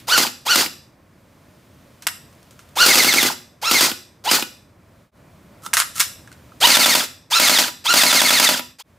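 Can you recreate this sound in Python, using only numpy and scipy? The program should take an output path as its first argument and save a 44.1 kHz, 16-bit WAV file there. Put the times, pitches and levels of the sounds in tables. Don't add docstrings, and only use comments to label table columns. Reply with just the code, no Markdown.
import sys
import numpy as np
from scipy import signal
from scipy.fft import rfft, irfft, next_fast_len
from scipy.io import wavfile
from scipy.ndimage import uniform_filter1d

SR = 44100
rng = np.random.default_rng(int(sys.argv[2]) if len(sys.argv) > 2 else 0)


def elevation(decibels):
    levels = np.asarray(decibels, float)
    return 10 ** (levels / 20)


def master(y):
    cut = np.clip(np.atleast_2d(y).T, -1, 1)
    pcm = np.round(cut * 32767)
    wavfile.write(sys.argv[1], SR, pcm.astype(np.int16))


N = 396018
SECOND_SITTING_S = 5.113


def sitting(s):
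    return int(s > SECOND_SITTING_S)


def by_sitting(first, second):
    return np.where(np.arange(N) < SECOND_SITTING_S * SR, first, second)


def in_time(rows):
    s, *columns = np.transpose(rows)
    return [np.interp(np.arange(N) / SR, s, c) for c in columns]


def at_hz(points, hz):
    table_hz, value = np.array(points).T
    return np.interp(np.log(hz), np.log(table_hz), value)


def colour(x, spectrum, peaks=()):
    hz = np.arange(4097) * SR / 8192 + 1
    peaks_db = sum(db / (1 + (2 * (hz - f) / width) ** 2) for f, width, db in peaks)
    gain = elevation(at_hz(spectrum, hz) + peaks_db)
    cepstrum = irfft(np.log(gain))
    cepstrum[1:4096] *= 2
    cepstrum[4097:] = 0
    response = irfft(np.exp(rfft(cepstrum)))
    return signal.oaconvolve(x, response / np.linalg.norm(response))[:len(x)]


def drift(rate_hz):
    knots = rng.standard_normal(int(N / SR * 400) + 2)
    return np.interp(np.arange(N) / SR * min(rate_hz, 399), np.arange(len(knots)), knots)


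def ring(clicks, hz, t60_s):
    r, w = elevation(-60 / (t60_s * SR)), 2 * np.pi * hz / SR
    return signal.lfilter([0, np.sin(w)], [1, -2 * r * np.cos(w), r * r], clicks + 1e-18)


def add(into, at_s, piece):
    i = round(at_s * SR)
    into[i:i + len(piece)] += piece[:N - i]


# frequency in Hz, level in dB.
HUM = [(12, -49), (20, -18.5), (38, -16), (87, -0.5), (170, -4), (325, -9.5), (359, -12), (431, -15.5),
       (596, -11), (775, -19), (1070, -16.5), (1160, -19), (2500, -26.5), (3250, -57), (5500, -120)]
# frequency in Hz, density in dB per Hz.
HISS = [(200, -55), (800, -23.5), (1500, -5.5), (3000, -3), (6000, -7.5), (11000, -11), (15500, -10.5)]
HUM_DB, HISS_DB = [-50.5, -48.5, -54.5], [-58.5, -57.5, -66]
DUCK_DB, HISS_DUCK_SHARE, HOLD_S, RECOVER_S = [-3, -6], 3, 0.43, .4
EARLIER_ECHO_DB, EARLIER_T60_S = -46, 0.14


def room_tone():
    t, slams_s = np.arange(N) / SR, np.array([-9] + [s for s, _ in SLAMS])
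    last_s = slams_s[np.searchsorted(slams_s, t) - 1]
    recovery = np.exp(-np.maximum(t - last_s - HOLD_S, 0) / RECOVER_S)
    duck_db = by_sitting(*DUCK_DB) * (t < JOINS[-1][0]) * recovery
    part = np.searchsorted([s for s, *_ in JOINS], t)
    hum_gain = elevation(np.take(HUM_DB, part) + duck_db + 0.48 * drift(7.5))
    hiss_gain = elevation(np.take(HISS_DB, part) + HISS_DUCK_SHARE * duck_db)
    echo_gain = elevation(EARLIER_ECHO_DB - 60 * t / EARLIER_T60_S)
    hum = hum_gain * colour(rng.standard_normal(N), HUM)
    return hum + (hiss_gain + echo_gain) * colour(rng.standard_normal(N), HISS)


START_HZ, SPIN_UP_S, SPIN_UP_BEND, SAG_HZ_PER_S = 398.5, .072, 2.3, 5000
BITE_S, BITE_DB = .014, -11
WIND_UP_WHINE_DB, WHINE_DB_PER_OCTAVE, GRIND_DB_PER_OCTAVE = 1, 13, 4
STRAIN_S, STRAIN_WHINE_DB, STRAIN_GRIND_DB = 0.0067, -3, 6.5


def wind_up(start_s, length_s, top_hz, level_db):
    t = np.linspace(0, length_s, num=25)
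    hz = START_HZ + (top_hz - START_HZ) * (1 - np.maximum(1 - t / SPIN_UP_S, 0) ** SPIN_UP_BEND)
    hz = hz - SAG_HZ_PER_S * np.maximum(t - SPIN_UP_S, 0)
    octaves = np.log2(hz / top_hz)
    level_db = level_db + BITE_DB * np.clip(1 - t / BITE_S, 0, 1)
    strain = np.clip(1 - (length_s - t) / STRAIN_S, 0, 1)
    whine_db = level_db + WIND_UP_WHINE_DB + WHINE_DB_PER_OCTAVE * octaves + STRAIN_WHINE_DB * strain
    grind_db = level_db + GRIND_DB_PER_OCTAVE * octaves + STRAIN_GRIND_DB * strain
    return list(zip(start_s + t, hz, whine_db, grind_db))


# start in seconds, length in seconds, top tooth rate in Hz, level in dB.
PULLS = [(.071, .101, 1484, -22), (0.452, .097, 1484, -22.5), (2.756, .1, 1486, -19),
         (3.615, .092, 1375, -25.5), (4.24, .067, 1023, -27), (6.603, .062, 1023, -16),
         (7.302, .09, 1371, -20.5), (7.842, .093, 1419, -21), (8.786, 0.037, 1420, -23.5)]
# share of the turn, tooth rate in Hz, whine in dB, grind in dB.
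TURN = [(0.001, 1748, -17.5, 7.5), (.15, 2005, -17, 2), (.36, 2258, -7.5, 4.5), (.55, 2153, 3, 2.5),
        (.75, 1920, 0.5, 1.5), (.95, 1637, -7.5, 5.5)]
# seconds after the last slam, tooth rate in Hz, whine in dB, grind in dB.
COAST = [(0.001, 1752, -25, 10), (.015, 2050, -11, 4), (.045, 2075, -8, 4), (.063, 1470, -8, 0),
         (.078, 816, -10.5, -5.5), (.092, 330, -18, -3), (.15, 199, -58.5, -40.5), (.17, 200.1, -89.5, -85)]
WHINE_DB = -22


def gear_motion():
    rows = [row for pull in PULLS for row in wind_up(*pull)]
    rows += [(s - .003, 200, -90, -90) for s, *_ in PULLS]
    for (s, grind_db), later in zip(SLAMS, SLAMS[1:] + [[N]]):
        length_s = later[0] - s
        shape, scale = (TURN, length_s) if length_s < .15 else (COAST, 1)
        rows += [(s + scale * at, hz, WHINE_DB + w, grind_db + g) for at, hz, w, g in shape]
    return sorted(rows)


RELEASE_S, RELEASE_DB = .005, [-7, -11]


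def unloaded():
    gain = np.ones(N)
    for s, *_ in SLAMS:
        start, stop = round((s - RELEASE_S) * SR), round((s + BOUNCES[0][0]) * SR)
        gain[start:stop] = elevation(RELEASE_DB[sitting(s)])
    return uniform_filter1d(gain, size=40)


# frequency in Hz, level in dB.
SHELL = [
    [(400, -10.5), (700, -3.5), (920, 1.5), (1150, -5), (1450, 3), (1800, -8), (2120, 2), (2500, -7),
     (2950, 3.5), (3500, 8), (4300, -3.5), (5900, -4), (9000, -17)],
    [(400, -5.5), (750, -9), (980, -1), (1150, -15.5), (1400, 2.5), (2100, -4), (2750, -3.5), (3100, 12.5),
     (3700, 7.5), (4150, -0.5), (4600, -3), (5800, -8.5), (9000, -9)],
]
OVERTONES_DB = [6, 3.5, 6.5, 7, 7, -7]
# frequency in Hz, level in dB.
GRIND = [
    [(60, -75), (150, -43.5), (400, -9), (800, -6), (1400, -10), (2400, -5.5), (4500, -5.5), (7000, -6),
     (10000, -12), (13000, -20), (15500, -11)],
    [(60, -85.5), (150, -51.5), (400, -8), (800, -3), (1400, -3), (2400, 2.5), (3800, 0), (7000, 0.5),
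     (10000, -6), (13000, -15), (15500, -5.5)],
]
# frequency in Hz, width in Hz, height in dB.
GEARBOX = [(1355, 270, 7.5), (2640, 110, 1), (4700, 780, 4), (4800, 670, 2.5), (6570, 260, 1.5),
           (8840, 250, 3.5), (12220, 1700, 11)]
RIPPLE_DB, RIPPLE_HZ = 2.5, 130
BLUR_DB = .2
ROUGH = .35


def gears():
    tooth_hz, whine_db, grind_db = in_time(gear_motion())
    tooth_hz = uniform_filter1d(tooth_hz, size=600)
    turns = np.cumsum(tooth_hz * (1 + .02 * drift(330))) / SR
    whine, ripple = 0, rng.standard_normal(200)
    octaves_per_s = np.minimum(np.abs(np.gradient(np.log2(tooth_hz))) * SR, 40)
    for k, db in enumerate(OVERTONES_DB, start=1):
        shell_db = by_sitting(*[at_hz(shell, k * tooth_hz) for shell in SHELL])
        ripple_db = RIPPLE_DB * np.interp(k * tooth_hz / RIPPLE_HZ, np.arange(200), ripple)
        broken_db = 1.6 * drift(280) + ripple_db
        blur_db = BLUR_DB * (k - 1) * octaves_per_s
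        uneven = 1 + ROUGH * np.sqrt(60) * uniform_filter1d(rng.standard_normal(N), size=60)
        tone = np.sin(2 * np.pi * (k * turns + rng.random()))
        whine = whine + uneven * elevation(db + shell_db + broken_db - blur_db) * tone
    bunched = rng.standard_normal(N) * (1 + .6 * np.cos(2 * np.pi * turns))
    bunched = bunched * elevation(.8 * drift(300) + 1.8 * drift(60))
    knocks = (rng.random(N) < 500 / SR) * rng.laplace(size=N) * 2.2
    grit = elevation(grind_db) * (bunched + knocks)
    grind = by_sitting(*[colour(grit, g, GEARBOX) for g in GRIND])
    return unloaded() * (elevation(whine_db) * whine + grind)


# time in seconds, grind of the turn that follows in dB.
SLAMS = [(0.177, -21), (0.556, -20), (2.86, -17), (2.954, -18.5), (3.044, -21), (3.137, -22), (3.227, -23),
         (3.711, -21), (3.807, -21), (4.312, -20.5), (6.669, -18.5), (6.767, -20), (6.857, -20),
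         (6.949, -21.5), (7.396, -19), (7.493, -19.5), (7.584, -22), (7.937, -18), (8.032, -20),
         (8.125, -20), (8.214, -20), (8.303, -19.5), (8.396, -19.5), (8.487, -23)]
# seconds after it, crack in dB, thump in dB.
BOUNCES = [(.0012, -6.9, 0), (.003, -1.5, -28.5), (.0075, 2, -21), (.022, -8, 0), (.033, -3, -2.5),
           (0.053, -14.5, -4.5)]
# time in seconds, peak in dB.
LATCHES = [(0.267, -7.5), (0.661, -8), (3.316, -15), (3.915, -6), (4.424, -4.5), (7.034, -25), (7.681, -10),
           (8.594, -7)]
# frequency in Hz, level in dB, t60 in seconds.
BODY = [
    [(155, -31.5, 0.092), (218, -18.5, 0.069), (335, -10.5, 0.023), (523, -22.5, 0.049), (810, -22, 0.058),
     (1180, -26.5, 0.047), (1467, -21, 0.25), (45, -73, .1)],
    [(161, -28.5, 0.049), (254, -19.5, 0.053), (318, -24, 0.067), (599.5, -15, 0.044), (826, -20.5, 0.089),
     (976, -20, 0.18), (1416, -27, 0.13), (35, -50, .1)],
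]
# frequency in Hz, level in dB.
CRACK = [(100, -64), (400, -33), (1000, -2.5), (1800, 0.5), (3000, 6), (6000, -10), (9500, -10.5),
         (12000, -12.5), (15500, -8.5)]
SLAM_DB, SNAP_LATE_S = [-4, -2.7], [.0012, .0036]
SNAP_DB = 9


def piston():
    t = np.arange(1500) / SR
    cracks, pushes = np.zeros(N), np.zeros(N)
    same = rng.standard_normal((len(BOUNCES), 1500))
    fall = np.exp(-t / .0018)
    for (s, _), chance in zip(SLAMS, rng.standard_normal((len(SLAMS), 1500))):
        db = SLAM_DB[sitting(s)]
        for k, (late_s, crack_db, thump_db) in enumerate(BOUNCES):
            burst = same[k] + .5 * np.roll(chance, 200 * k)
            add(cracks, s + late_s, elevation(db + crack_db - 11) * burst * fall)
            soft = np.hanning(3 + 12 * k)
            add(pushes, s + late_s, elevation(db + thump_db + chance[k]) * soft / soft.sum())
        for late_s, sign in [(0, 1), (.0016, -1)]:
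            snap = sign * elevation(db + SNAP_DB) * np.array([.5, 1, -.5])
            add(cracks, s + SNAP_LATE_S[sitting(s)] + late_s, snap)
    for s, db in LATCHES:
        add(cracks, s, elevation(db - 15) * rng.standard_normal(1500) * (.7 * np.exp(-t / .01) + fall))
        add(pushes, s, elevation(db - 4) * np.hanning(30) / 15)
    thumps = []
    for body in BODY:
        modes = [(-1) ** k * elevation(db) * ring(pushes, hz, t60) for k, (hz, db, t60) in enumerate(body)]
        thumps.append(sum(modes))
    return colour(cracks, CRACK, GEARBOX) + by_sitting(*thumps)


# time in seconds, peak in dB, t60 in seconds, dullness 0-1.
CLACKS = [(2.021, -37, 0.16, 0.1), (2.023, -26, 0.11, 0.53), (2.0687, -1.5, 0.02, 0.5),
          (2.072, -3, 0.04, 0.27), (2.085, -14, 0.06, 0.67), (2.328, -46.5, 0.11, 0.5),
          (2.351, -50.5, 0.068, 0.3), (2.429, -43.5, 0.051, 0.4), (2.509, -37.5, 0.16, 0.21),
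          (2.592, -35.5, 0.18, 0.5), (2.689, -43.5, 0.1, 0.01), (5.663, -18.5, 0.034, 0.7),
          (5.733, -4.5, 0.16, 1), (5.737, 1, 0.093, 0.04), (5.7691, 0, 0.09, 0.84),
          (5.8006, -0.5, 0.083, 0.47), (5.814, -8, 0.046, 1), (5.82, -8.5, 0.082, 0.8),
          (6.0024, 3.5, 0.044, 0), (6.006, 1, 0.12, 0.4), (6.012, -3, 0.047, 0.3), (6.275, -32, 0.074, 1),
          (6.317, -38, 0.087, 0.5), (6.327, -33, 0.074, 0.6), (6.52, -54, 0.13, 0.3)]
# frequency in Hz, level in dB.
CLACK = [(80, -67.5), (250, -37), (500, -13.5), (800, -13), (1300, -1), (2250, -3), (4500, -4.5),
         (6500, -1.5), (9000, -2.5), (12000, -6), (15500, -10.5)]
# frequency in Hz, level in dB, t60 in seconds.
HANDLE = [(1300, -4.5, 0.06), (1750, -10, .03), (2285, -9, 0.035), (6640, -7, .03)]
# time in seconds, level in dB.
SLIDES = [
    [(5.62, -50), (5.666, -28), (5.7, -60), (5.71, -52)],
    [(5.765, -52), (5.772, -15), (5.797, -12)],
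    [(5.93, -56), (5.96, -27), (5.994, -22), (5.999, -2)],
]
# time in seconds, peak in dB, frequency in Hz.
TAPS = [(2.593, -39.5, 1392), (6.276, -38, 1630), (6.317, -37.5, 1500), (6.5201, -36.5, 1294)]
RAIL_DB, RAIL_HZ, RAIL_T60_S = [0, -10, -8], 1340, 0.025
SPRING_FROM_S, SPRING_HZ, SPRING_DB, SPRING_T60_S = 5.99, [4470, 4525], -65, .3


def handling():
    rattle, hollow, t = np.zeros(N), np.zeros(N), np.arange(8000) / SR
    snap = 1.6 * np.exp(-t / .0006)
    for (s, db, t60, dull), noise in zip(CLACKS, rng.standard_normal((len(CLACKS), 8000))):
        dull = np.clip(dull, 0, .9)
        fall = elevation(-60 * t / max(t60, .005)) * (.5 + snap)
        clack = signal.lfilter([np.sqrt(1 - dull ** 2)], [1, -dull], noise * fall)
        add(rattle, s, elevation(db - 7.5) * clack)
    grit = rng.standard_normal(N) * elevation(3 * drift(390))
    for rows, rail_db in zip(SLIDES, RAIL_DB):
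        edged = [(rows[0][0] - .004, -90)] + list(rows) + [(rows[-1][0] + .004, -90)]
        slide = elevation(in_time(edged)[0] - 4.5) * grit
        rattle += slide
        hollow += elevation(rail_db - 15.0) * slide
    hollow = ring(hollow, RAIL_HZ, RAIL_T60_S)
    for s, db, hz in TAPS:
        add(hollow, s, elevation(db) * np.sin(2 * np.pi * hz * t) * np.exp(-t / 0.0044))
    for hz in SPRING_HZ:
        hollow += elevation(SPRING_DB) * ring(rattle * (np.arange(N) > SPRING_FROM_S * SR), hz, SPRING_T60_S)
    rings = sum(elevation(db - 35.5) * ring(rattle, hz, t60) for hz, db, t60 in HANDLE)
    no_bass = signal.butter(4, 650, "high", fs=SR, output="sos")
    return signal.sosfilt(no_bass, colour(rattle, CLACK) + rings + hollow)


# frequency in Hz, t60 in seconds.
ROOM_T60 = [(200, 0.58), (500, .4), (900, 0.3), (2000, 0.4), (5000, 0.44), (10000, 0.39), (15000, .3)]
ROOM_DB = -10.5


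def room(x):
    t, edges_hz = np.arange(SR // 2) / SR, 100 * 2 ** np.arange(0, 7.6, .5)
    white, tail = rng.standard_normal(len(t)), 0
    for low, high in zip(edges_hz, edges_hz[1:]):
        band = signal.sosfilt(signal.butter(2, [low, high], "band", fs=SR, output="sos"), white)
        tail = tail + band * elevation(-60 * t / at_hz(ROOM_T60, np.sqrt(low * high)))
    tail = tail * np.clip(t / 0.00067, 0, 1)
    return signal.oaconvolve(x, tail / np.linalg.norm(tail))[:N]


# frequency in Hz, side against mid in dB.
SIDE_DB = [(40, -16.5), (130, -25), (290, -17.5), (640, -9.5), (1410, -10), (3100, -15), (6820, -15),
           (10000, -13), (13000, -34)]
# frequency in Hz, left against right in dB.
TILT = [(60, .5), (200, 0), (500, -2), (1100, -1.7), (2000, -.5), (12000, -.2)]


def ports(x):
    size = next_fast_len(N + 8000, real=True)
    hz = np.arange(size // 2 + 1) * SR / size + 1
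    scatter = rng.standard_normal(8000) * np.exp(-np.arange(8000) / 1500)
    side = elevation(at_hz(SIDE_DB, hz)) * rfft(scatter / np.linalg.norm(scatter), size)
    tilt = elevation(at_hz(TILT, hz) / 2)
    return irfft(rfft(x, size) * [tilt + side, 1 / tilt - side], size)[:, :N]


# time in seconds, fade out in seconds, fade in in seconds.
JOINS = [
    (5.113, 0.097, 0.06),
    (8.826, 0.12, 0.071),
]


def fades():
    t = np.arange(N) / SR
    return np.prod([np.interp(t, [s - out_s, s, s + in_s], [1, 0, 1]) for s, out_s, in_s in JOINS], axis=0)


def scene():
    rifle = gears() + piston() + handling()
    rifle = signal.sosfilt(signal.butter(2, 70, "high", fs=SR, output="sos"), rifle)
    heard = ports(rifle + elevation(ROOM_DB) * room(rifle)) * (np.arange(N) < JOINS[-1][0] * SR)
    return heard + ports(room_tone())


def low_pass(x):
    return signal.sosfilt(signal.butter(12, 16500, fs=SR, output="sos"), x)


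def record(dry):
    rounded = 1.05 * np.tanh(dry / 1.05)
    cut = signal.sosfilt(signal.cheby2(16, 95, 16600, fs=SR, output="sos"), rounded)
    return low_pass(cut * fades())


dry = scene()
out = record(dry)
master(out)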